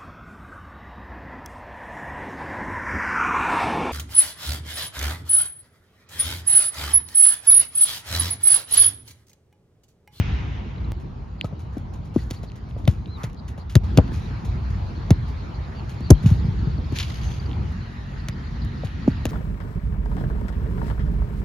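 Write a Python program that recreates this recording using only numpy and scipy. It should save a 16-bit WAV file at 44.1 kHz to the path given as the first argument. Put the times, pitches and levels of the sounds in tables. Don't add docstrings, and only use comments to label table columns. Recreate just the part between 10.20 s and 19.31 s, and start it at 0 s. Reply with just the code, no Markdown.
import sys
import numpy as np
from scipy import signal
from scipy.fft import rfft, irfft, next_fast_len
from scipy.io import wavfile
from scipy.ndimage import uniform_filter1d, map_coordinates

SR = 44100
rng = np.random.default_rng(int(sys.argv[2]) if len(sys.argv) > 2 else 0)


def store_pcm(level_fs):
    pcm = np.round(np.clip(level_fs, -1, 1) * 32767).astype(np.int16)
    wavfile.write(sys.argv[1], SR, np.atleast_2d(pcm).T)


N = 401751

# start in seconds, boom in dB, body and skin knock in dB over the boom,
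# slap in dB before colouring, slap treble in dB against the slap.
KICK_ROWS = [(1.24, -18, -7, -34, -58, -16), (1.244, -33.5, 8, 8.5, -37, -27),
             (1.569, -33, 14, 0.5, -54, -8), (1.9614, -17, 12.5, -7.5, -51, -1),
             (2.1087, -28, 6.5, -2, -22.5, -11), (2.676, -4.5, -4.5, -25.5, -26.5, -17),
             (2.6775, -19.5, 8.5, 3, -14.5, -18.5), (3.5541, -1, -10.5, -19, -9, -12),
             (3.5623, -11, 0, -18, -25, -18), (3.774, -0.5, -3.5, -28, -9, -15.5),
             (3.785, -15.5, 10.5, 10, -34.5, -22), (3.919, -26.5, 3, -25, -36.5, -25),
             (4.9058, -1.5, -3.5, -12, -14.5, -14.5), (5.806, -30, 7.5, -7, -48, -5),
             (5.9041, 8, -1, -12.5, -10, -0.5), (6.585, -31, 7.5, -7, -67, -13),
             (6.723, -24.5, 5, -13, -52, 3), (8.085, -18.5, -11.5, -17, -17.5, -19.5),
             (8.635, -36, 3, 9.5, -50, -15), (8.8781, -17.5, 16, -5, -44, -9),
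             (9.0542, -20, 7, 1.5, -17.5, -10.5)]
# frequency in Hz, gain in dB.
MESH_COLOUR = [(500, -54), (1000, -8), (1600, -5), (2200, 0.5), (3300, 2.5), (4000, -0.5), (6200, -7),
               (7300, -11), (7900, -50), (9200, -39), (9800, -14), (11500, -16.5), (12800, -19),
               (14200, -88)]
# start in seconds, drone, tyre roar and hiss in dB.
BACKDROP_STEPS = [(0, -38, -44.5, -58), (0.719, -45, -49.5, -57.5), (3.634, -39.5, -45, -48.5),
                  (7.523, -43, -48.5, -48)]


def amp(db):
    return 10 ** (np.asarray(db) / 20)


def unit(x):
    return x / np.sqrt(np.mean(x ** 2) + 1e-20)


def along(points, hz):
    f, v = np.transpose(points)
    return np.interp(np.log(hz + 1), np.log(f + 1), v)


def curves(rows):
    s, *cols = np.transpose(rows)
    return [np.interp(np.arange(N) / SR, s, c) for c in cols]


def wobble(knots_per_s):
    knots = rng.standard_normal(int(N * knots_per_s / SR) + 4)
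    return map_coordinates(knots, [np.arange(N) * knots_per_s / SR])


def filtered(x, response):
    m = next_fast_len(N + SR // 2)
    return irfft(rfft(x, m) * response(np.fft.rfftfreq(m, 1 / SR)), m)[..., :N]


def rush(colour, patchy_db):
    # frequency in Hz, likeness from -1 to 1.
    likeness = [(60, 1), (130, 0.91), (290, 0.7), (640, -0.094), (1410, -0.12), (3100, 0.48), (6820, 0.12),
                (15000, 0.58)]
    z = signal.stft(rng.standard_normal((2, N)), nperseg=512)[2]
    patches = uniform_filter1d(rng.standard_normal(z.shape[1:]), 6, 0)
    patches = unit(uniform_filter1d(patches, 10, 1))
    pair = signal.istft(z * amp(patchy_db * patches), nperseg=512)[1][:, :N]

    def mid_side_gain(hz):
        angle = np.arccos(np.clip(along(likeness, hz), -1, 1)) / 2
        return amp(along(colour, hz)) * [np.cos(angle), np.sin(angle)]

    mid, side = filtered(pair, mid_side_gain)
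    return unit(np.array([mid + side, mid - side]))


def ports(x):
    # frequency in Hz, lead of the left port in radians.
    lead_rows = [(0, 0), (1300, 1.1), (2400, 1.3), (4000, .7), (6800, 1.3), (8200, 2.2), (13000, 2),
                 (16000, 2)]
    return filtered(x, lambda hz: np.exp(.5j * np.outer([1, -1], along(lead_rows, hz))))


def bursts(events, colour, rise_s, t60_s, gritty_db):
    # frequency in Hz, gain in dB.
    bright_colour = [(2500, -39), (4000, -16), (5500, 0), (6800, 0.5), (8200, -12.5), (10300, -3),
                     (11800, -5), (13500, -16.5), (15000, -39), (16500, -44.5)]
    parts, t = np.zeros((2, N + SR)), np.arange(SR // 4)[:, None] / SR
    shapes = amp(-60 * t / t60_s) * (1 - np.exp(-t / rise_s))
    shapes = np.broadcast_to(shapes, (len(t), len(events))).T
    for (s, db, treble_db), shape in zip(events, shapes):
        steps = np.repeat(rng.standard_normal(len(t)), 24)[:len(t)]
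        grit = rng.standard_normal((2, len(t))) * amp(gritty_db * steps)
        grit = grit / np.sqrt((grit ** 2) @ shape ** 2 / (shape @ shape))[:, None]
        levels = amp([[db], [db + treble_db]])
        parts[:, round(s * SR):][:, :len(t)] += levels * shape / shape.max() * grit
    dull = filtered(parts[0, :N], lambda hz: amp(along(colour, hz) + 7.5))
    bright = filtered(parts[1, :N], lambda hz: amp(along(bright_colour, hz) + 10.0))
    return ports(dull + bright) * amp([[.4], [-.4]])


def blows():
    # start in seconds, boom in dB.
    footfall_rows = [(1.325, -29), (2.235, -30), (2.564, -28.5), (3.037, -20.5), (3.379, -29)]
    # Knock, body, boom and thud of a landing, in dB over its boom.
    foot_offsets_db = (-4, -44, 2, -27)
    # start in seconds, boom in dB.
    boom_rows = [(-.0075, -8.5), (6.04, -12.5), (6.058, -2), (6.112, -6.5), (6.245, -14.5), (6.282, -14.5),
                 (6.47, -13), (8.642, -19)]
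    # Knock, body, boom and thud of a dull boom, in dB over its boom.
    boom_offsets_db = (-47, -32.5, 0.5, -27.5)
    thud_db = -15.5
    kicks = [(s, db + knock_db, db + body_db, db, db + thud_db)
             for s, db, body_db, knock_db, _, _ in KICK_ROWS]
    landings = [(s, *np.add(db, foot_offsets_db)) for s, db in footfall_rows]
    booms = [(s, *np.add(db, boom_offsets_db)) for s, db in boom_rows]
    return kicks + landings + booms


def thumps():
    # centre in Hz, width in octaves, early start in ms.
    ball_bands = [(500, .4, -.5), (240, .5, 1), (118, .5, 2.8), (68, .4, 2.8)]
    # frequency in Hz, left-right difference of a blow against its middle in dB.
    spread_rows = [(60, -14.5), (110, -21.5), (200, -14.5), (400, -16.5), (700, -10.5)]
    flap_db, flap_t60_s = 9, 0.06
    size, lead = SR // 4, SR // 20
    hz = np.fft.rfftfreq(size, 1 / SR) + 1e-3
    power, late_s, turn_cycles = 1.397, .02, .326
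    cycles = late_s * 95 / (power - 1) * (95 / np.maximum(hz, 25)) ** (power - 1)
    cycles = cycles + turn_cycles - hz * lead / SR
    bands = []
    for centre_hz, octaves, early_ms in ball_bands:
        bell = -.5 * (np.log2(hz / centre_hz) / octaves) ** 2
        band = np.exp(bell + 2j * np.pi * (cycles + hz * early_ms / 1000))
        bands.append(band / np.abs(irfft(band, size)).max())
    casing = signal.butter(2, [300, 750], "band", fs=SR, output="sos")
    gate = np.clip((np.arange(size) - lead) / 40, 0, 1)
    out = np.zeros((2, N + SR))
    for s, *db in blows():
        ripple = np.interp(hz, np.geomspace(150, 2500, num=20), rng.standard_normal(20), left=0)
        aside = amp(along(spread_rows, hz)) * np.exp(2j * np.pi * rng.uniform())
        push = amp(db) @ bands * amp(3 * ripple)
        start = round(s * SR)
        out[:, lead + start:][:, :size] += gate * irfft(push * [np.ones(len(hz)), aside], size)
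        flap = amp(db[0] + flap_db - 60 * np.arange(size) / SR / flap_t60_s)
        skin = rng.standard_normal((2, size)) * amp([[0], [-14]]) * flap
        out[:, 2 * lead + start:][:, :size] += signal.sosfilt(casing, skin)
    mid, side = out[:, 2 * lead:][:, :N]
    return np.array([amp(-0.53) * (mid + side), amp(-2.3) * (mid - side)])


def wash():
    # frequency in Hz, gain in dB.
    wash_colour = [(700, -21), (1300, 4.5), (2200, 7), (3400, -0.5), (4500, -9.5), (6300, -13), (7500, -26),
                   (7900, -86)]
    start_db, fall_db_per_s, end_s = -38, 25, .718
    t = np.arange(N) / SR
    return amp(start_db - fall_db_per_s * t) * (t < end_s) * rush(wash_colour, patchy_db=1.5)


def city():
    # time in seconds, rumble in dB.
    traffic_rows = [(0, -25), (.57, -28), (.715, -26.5), (.72, -31), (.97, -34), (3.01, -31.5),
                    (3.36, -33.5), (3.6, -33), (3.65, -27), (3.85, -24.5), (5.44, -28), (6.16, -23),
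                    (7.13, -28.5), (7.5, -24.5), (7.54, -29.5), (7.86, -32.5), (9.11, -30)]
    # frequency in Hz, gain in dB.
    rumble_colour = [(12, -47.5), (20, -38), (46, -4.5), (64, 1), (97, -3), (134, -7.5), (157, -11),
                     (190, -16), (260, -29.5), (340, -50.5), (570, -120)]
    drone_colour = [(120, -26.5), (190, 6), (260, -1), (350, -4), (500, -12), (900, -93)]
    roar_colour = [(400, -5), (600, -2.5), (900, 0), (1200, -5), (1600, -18), (2600, -97.5)]
    hiss_colour = [(800, -13.5), (1300, 4.5), (1900, 0.5), (3400, -7), (4300, -5), (5200, -12.5),
                   (7300, -20), (7800, -57), (9000, -31.5), (10500, -29), (13000, -35.5), (14200, -97)]
    drone_follows, hiss_follows = 1, 0.5
    rumble_db, = curves(traffic_rows)
    starts, *levels = np.transpose(BACKDROP_STEPS)
    step = np.clip(np.searchsorted(starts, np.arange(N) / SR, "right") - 1, 0, None)
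    drone_db, roar_db, hiss_db = np.array(levels)[:, step]
    step_mean_db = np.bincount(step, rumble_db) / np.bincount(step)
    ebb_db = rumble_db - step_mean_db[step]
    swell = wobble(5.2)
    rumble_db = rumble_db + 1.2 * swell + 1.8 * wobble(18)
    drone_db = drone_db + drone_follows * ebb_db + 0.6 * swell + 1.4 * wobble(27)
    roar_db = roar_db + 0.7 * wobble(12)
    hiss_db = hiss_db + hiss_follows * ebb_db + 0.16 * wobble(12.0)
    rumble = amp(rumble_db) * rush(rumble_colour, patchy_db=0.0)
    drone = amp(drone_db) * rush(drone_colour, patchy_db=2.2)
    roar = amp(roar_db) * rush(roar_colour, patchy_db=1.5)
    hiss = amp(hiss_db) * rush(hiss_colour, patchy_db=2.5)
    return rumble + drone + roar + hiss


def ticks():
    # start in seconds, level in dB before colouring, treble in dB against it.
    tick_rows = [(0.562, -42, -31), (1.212, -15, -19.5), (1.5825, -51, 8), (2.301, -42.5, -17),
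                 (2.319, -36.5, -16), (2.511, -44, -30), (2.654, -30, -20), (2.859, -35, -38),
                 (3.0993, -41, -13), (3.132, -51, 2), (3.146, -55, 5), (3.879, -35.5, -16),
                 (6.0612, -27.5, -7), (6.7875, -19, -4.5), (6.793, -25, -9), (7.295, -38, -20),
                 (7.3143, -35, -30), (7.3317, -35, -30), (8.4494, -45, 4), (8.6715, -29, -33)]
    # frequency in Hz, gain in dB.
    tick_colour = [(600, -26), (1200, -31), (2000, -0.5), (2900, 7), (4400, -2), (5800, -16), (7500, -36)]
    return bursts(tick_rows, tick_colour, rise_s=0.0002, t60_s=0.0013, gritty_db=0)


def swifts():
    # start in seconds, length in seconds, top in Hz, level in dB,
    # hoarseness in Hz before smoothing.
    cry_rows = [(2.865, 0.11, 4090, -47.5, 130), (4.59, 0.039, 4230, -57, 600),
                (4.748, 0.031, 4400, -50.5, 600), (5.538, .07, 4620, -50.5, 600),
                (5.795, .095, 4500, -48, 600)]
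    # first chip in seconds, limit for the last in seconds, spacing in seconds,
    # nominal pitch in Hz, mean level in dB.
    trill_rows = [(0.576, .65, 0.065, 4060, -48), (5.712, 5.79, 0.068, 4300, -48),
                  (6.005, 6.72, .0635, 4400, -50.5), (6.953, 7.265, .0605, 4720, -44),
                  (8.122, 8.135, 0.0079, 4895, -50), (8.911, 8.92, 0.063, 4480, -43)]
    arch_start, arch_end = .87, .94
    arch_lean = .85
    end_drop = 0.064
    out = np.zeros(N + SR)
    for start, length, hz, db, hoarse_hz in cry_rows:
        u = np.linspace(0, 1, round(length * SR))
        arch = np.polyval(np.polyfit([0, .5, 1], [arch_start, 1, arch_end], 2), u ** arch_lean)
        hoarse = hoarse_hz * uniform_filter1d(rng.standard_normal(len(u)), 60)
        pitch_hz = hz * arch * (1 - end_drop * u ** 12) + hoarse
        whistle = np.sin(2 * np.pi * np.cumsum(pitch_hz) / SR)
        out[round(start * SR):][:len(u)] += amp(db) * np.sin(np.pi * u ** 3.3) ** 0.25 * whistle
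    t = np.arange(round(.013 * SR)) / SR
    for first, last, spacing, hz, db in trill_rows:
        for s in np.arange(first, last, spacing):
            cycles = hz * rng.normal(1, .004) * (1.05 * t - 4.5 * t * t)
            chip = np.hanning(len(t)) * np.sin(2 * np.pi * cycles)
            out[round(s * SR):][:len(t)] += amp(rng.normal(db, 1.8)) * chip
    return out[:N] * amp([[2.5], [-2.5]])


def jump():
    drop_s, height_db, build_s = (.72, -21, .002)
    t = np.arange(N) / SR - drop_s
    return amp(height_db) * (t < 0) * np.exp(np.minimum(t, 0) / build_s)


# frequency in Hz, gain in dB.
BOOT_COLOUR = [(500, -31), (1200, -7.5), (2000, -4), (3300, -6), (4500, -9), (6500, -24)]


def scuffs():
    # start in seconds, level in dB before colouring, t60 in seconds.
    scuff_rows = [(0.796, -55, .2), (1.2433, -44.5, 0.13), (1.391, -51, 0.21), (1.5253, -57, 0.25),
                  (1.569, -54, 0.18), (1.733, -49, 0.18), (1.845, -54.5, .2), (1.938, -48, 0.43),
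                  (1.974, -48, 0.47), (2.103, -37, 0.078), (2.129, -44, 0.21), (2.231, -44.5, 0.11),
                  (2.356, -49.5, .12), (2.487, -57, 0.21), (2.576, -54.5, 0.33), (2.69, -43.5, 0.24),
                  (3.033, -31.5, 0.077), (3.279, -40.5, 0.11), (3.376, -49.5, 0.17), (3.4946, -42, 0.23),
                  (3.636, -48.5, 0.15), (3.927, -44, 0.48), (4.2467, -42.5, 0.13), (4.502, -49, 0.1),
                  (5.078, -50.5, .25), (5.691, -44.5, 0.24), (6.027, -45.5, 0.28), (6.0588, -35.5, 0.3),
                  (8.645, -41.5, .13), (8.874, -46.5, .2), (9.0878, -42, .2)]
    events = [(s, db, -12) for s, db, _ in scuff_rows]
    t60_s = np.transpose(scuff_rows)[2]
    return bursts(events, BOOT_COLOUR, rise_s=0.01 * t60_s, t60_s=t60_s, gritty_db=3)


def screeches():
    # start in seconds, level in dB.
    screech_rows = [(1.99, -54.5), (1.175, -60), (1.21, -54.5), (2.14, -55), (2.26, -59), (3.165, -55),
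                    (3.385, -53), (5.33, -54), (7.97, -57), (8.235, -53.5), (8.399, -50), (8.55, -60),
                    (8.8, -56)]
    length_s = 0.052
    t = np.arange(N) / SR
    puffs = sum(amp(db) * np.sin(np.pi * np.clip((t - s) / length_s, 0, 1)) for s, db in screech_rows)
    colour = [(3300, -59), (3900, -6), (4400, 1), (4900, -7), (5400, -66)]  # Hz, dB
    return amp(2.4 * wobble(120)) * puffs * rush(colour, patchy_db=1.5)


def slaps():
    rebound_s, rebound_db, rebound_treble_db = 0.011, -15.5, -3
    first = [(s, db, treble_db) for s, *_, db, treble_db in KICK_ROWS]
    again = [(s + rebound_s, db + rebound_db, treble_db + rebound_treble_db)
             for s, db, treble_db in first]
    return bursts(first + again, BOOT_COLOUR, rise_s=0.000066, t60_s=0.016, gritty_db=6.5)


def taps():
    # start in seconds, pitch in Hz, level in dB.
    tap_rows = [(1.245, 1300, -33), (1.988, 1900, -40), (3.94, 2500, -42), (5.95, 3200, -42)]
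    rise_s, t60_s = 0.00055, 0.053
    out, t = np.zeros(N + SR), np.arange(SR // 10) / SR
    for s, hz, db in tap_rows:
        waver = np.cumsum(rng.normal(0, 0.065, len(t)))
        envelope = amp(db - 60 * t / t60_s) * (1 - np.exp(-t / rise_s))
        out[round(s * SR):][:len(t)] += envelope * np.sin(2 * np.pi * hz * t + waver)
    return out[:N] * amp([[1.2], [-1.2]])


def skim():
    start_s, length_s, level_db = (2.955, .17, -43)
    # frequency in Hz, gain in dB.
    skim_colour = [(500, -40), (850, -5), (1250, 0), (1650, -14), (2050, -9), (2450, -12), (3000, -24),
                   (7000, -29), (8200, -50), (10500, -33), (13500, -36), (15000, -70)]
    u = np.clip((np.arange(N) / SR - start_s) / length_s, 0, 1)
    swell = amp(level_db + 1.5 * wobble(80)) * np.sin(np.pi * u ** 0.83)
    return swell * rush(skim_colour, patchy_db=2.5)


def fence():
    # start in seconds, links in dB, wires in dB.
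    shake_rows = [(6.71, -49, -58.5), (6.746, -36.5, -53), (6.88, -44.5, -50), (7.02, -43.5, -44.5),
                  (7.11, -66, -55)]
    # centre in Hz, width in Hz, gain in dB.
    wire_rows = [(2210, 60, -2), (2830, 50, 0), (6250, 160, 3)]
    rise_s, links_t60_s, wires_t60_s = 0.014, 0.94, 0.48
    chatter = rush(MESH_COLOUR, patchy_db=1.2) * amp(3.2 * wobble(250) + 1.5 * wobble(30))

    def sing(f):
        return sum(amp(db) * 1j * f * w / (c * c - f * f + 1j * f * w) for c, w, db in wire_rows)

    wires = unit(filtered(rng.standard_normal(N), sing))
    starts, links_db, wires_db = np.transpose(shake_rows)[..., None]
    t = np.clip(np.arange(N) / SR - starts, 0, None)

    def shaking(db, t60_s):
        return np.linalg.norm(amp(db - 60 * t / t60_s) * (1 - np.exp(-t / rise_s)), axis=0)

    return shaking(links_db, links_t60_s) * chatter + shaking(wires_db, wires_t60_s) * ports(wires)


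def fence_crashes():
    # start in seconds, level in dB before colouring, treble in dB against it.
    crash_rows = [(6.757, -36, -12), (6.796, -28, -22), (6.825, -36, -25)]
    return bursts(crash_rows, MESH_COLOUR, rise_s=0.0017, t60_s=0.11, gritty_db=3.5)


def machinery():
    start_s, level_db, hz, width_hz = (7.52, -54, 1900, 300)
    colour = [(hz / 3, -50), (hz - width_hz, -9), (hz, 0), (hz + width_hz, -18), (hz * 2, -90)]
    return amp(level_db) * (np.arange(N) > start_s * SR) * rush(colour, patchy_db=1)


def engine():
    # time in seconds, firing rate in Hz.
    firing_rows = [(7.53, 45.3), (7.864, 46.2), (8.968, 45.18), (9.11, 45.2)]
    # multiple of the firing rate, relative level in dB.
    order_rows = [(1, 0.5), (2, -4.5), (3, -2), (4, -7.5), (5, -5.5), (6, -11.5), (7, -27)]
    level_db = -35.5
    phase = 2 * np.pi * np.cumsum(curves(firing_rows)[0]) / SR
    hum = np.zeros(N)
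    for k, db in order_rows:
        level = amp(db + 4.7 * wobble(5.6))
        hum += level * np.sin(k * phase + .5 * wobble(4.4) + rng.uniform(0, 2 * np.pi))
    return amp(level_db) * unit(hum) * (np.arange(N) > BACKDROP_STEPS[-1][0] * SR)


def scene():
    backdrop = wash() + city() + machinery() + engine()
    birds = swifts() + screeches()
    play = thumps() + slaps() + scuffs() + ticks() + taps() + skim()
    return backdrop + birds + play + fence() + fence_crashes() + jump()


def record(dry):
    top_hz = 16200
    clipped = dry / (1 + np.abs(dry) ** 12) ** (1 / 12)
    return np.clip(filtered(clipped, lambda hz: hz < top_hz), -1, 1)


dry = scene()
out = record(dry)
store_pcm(out)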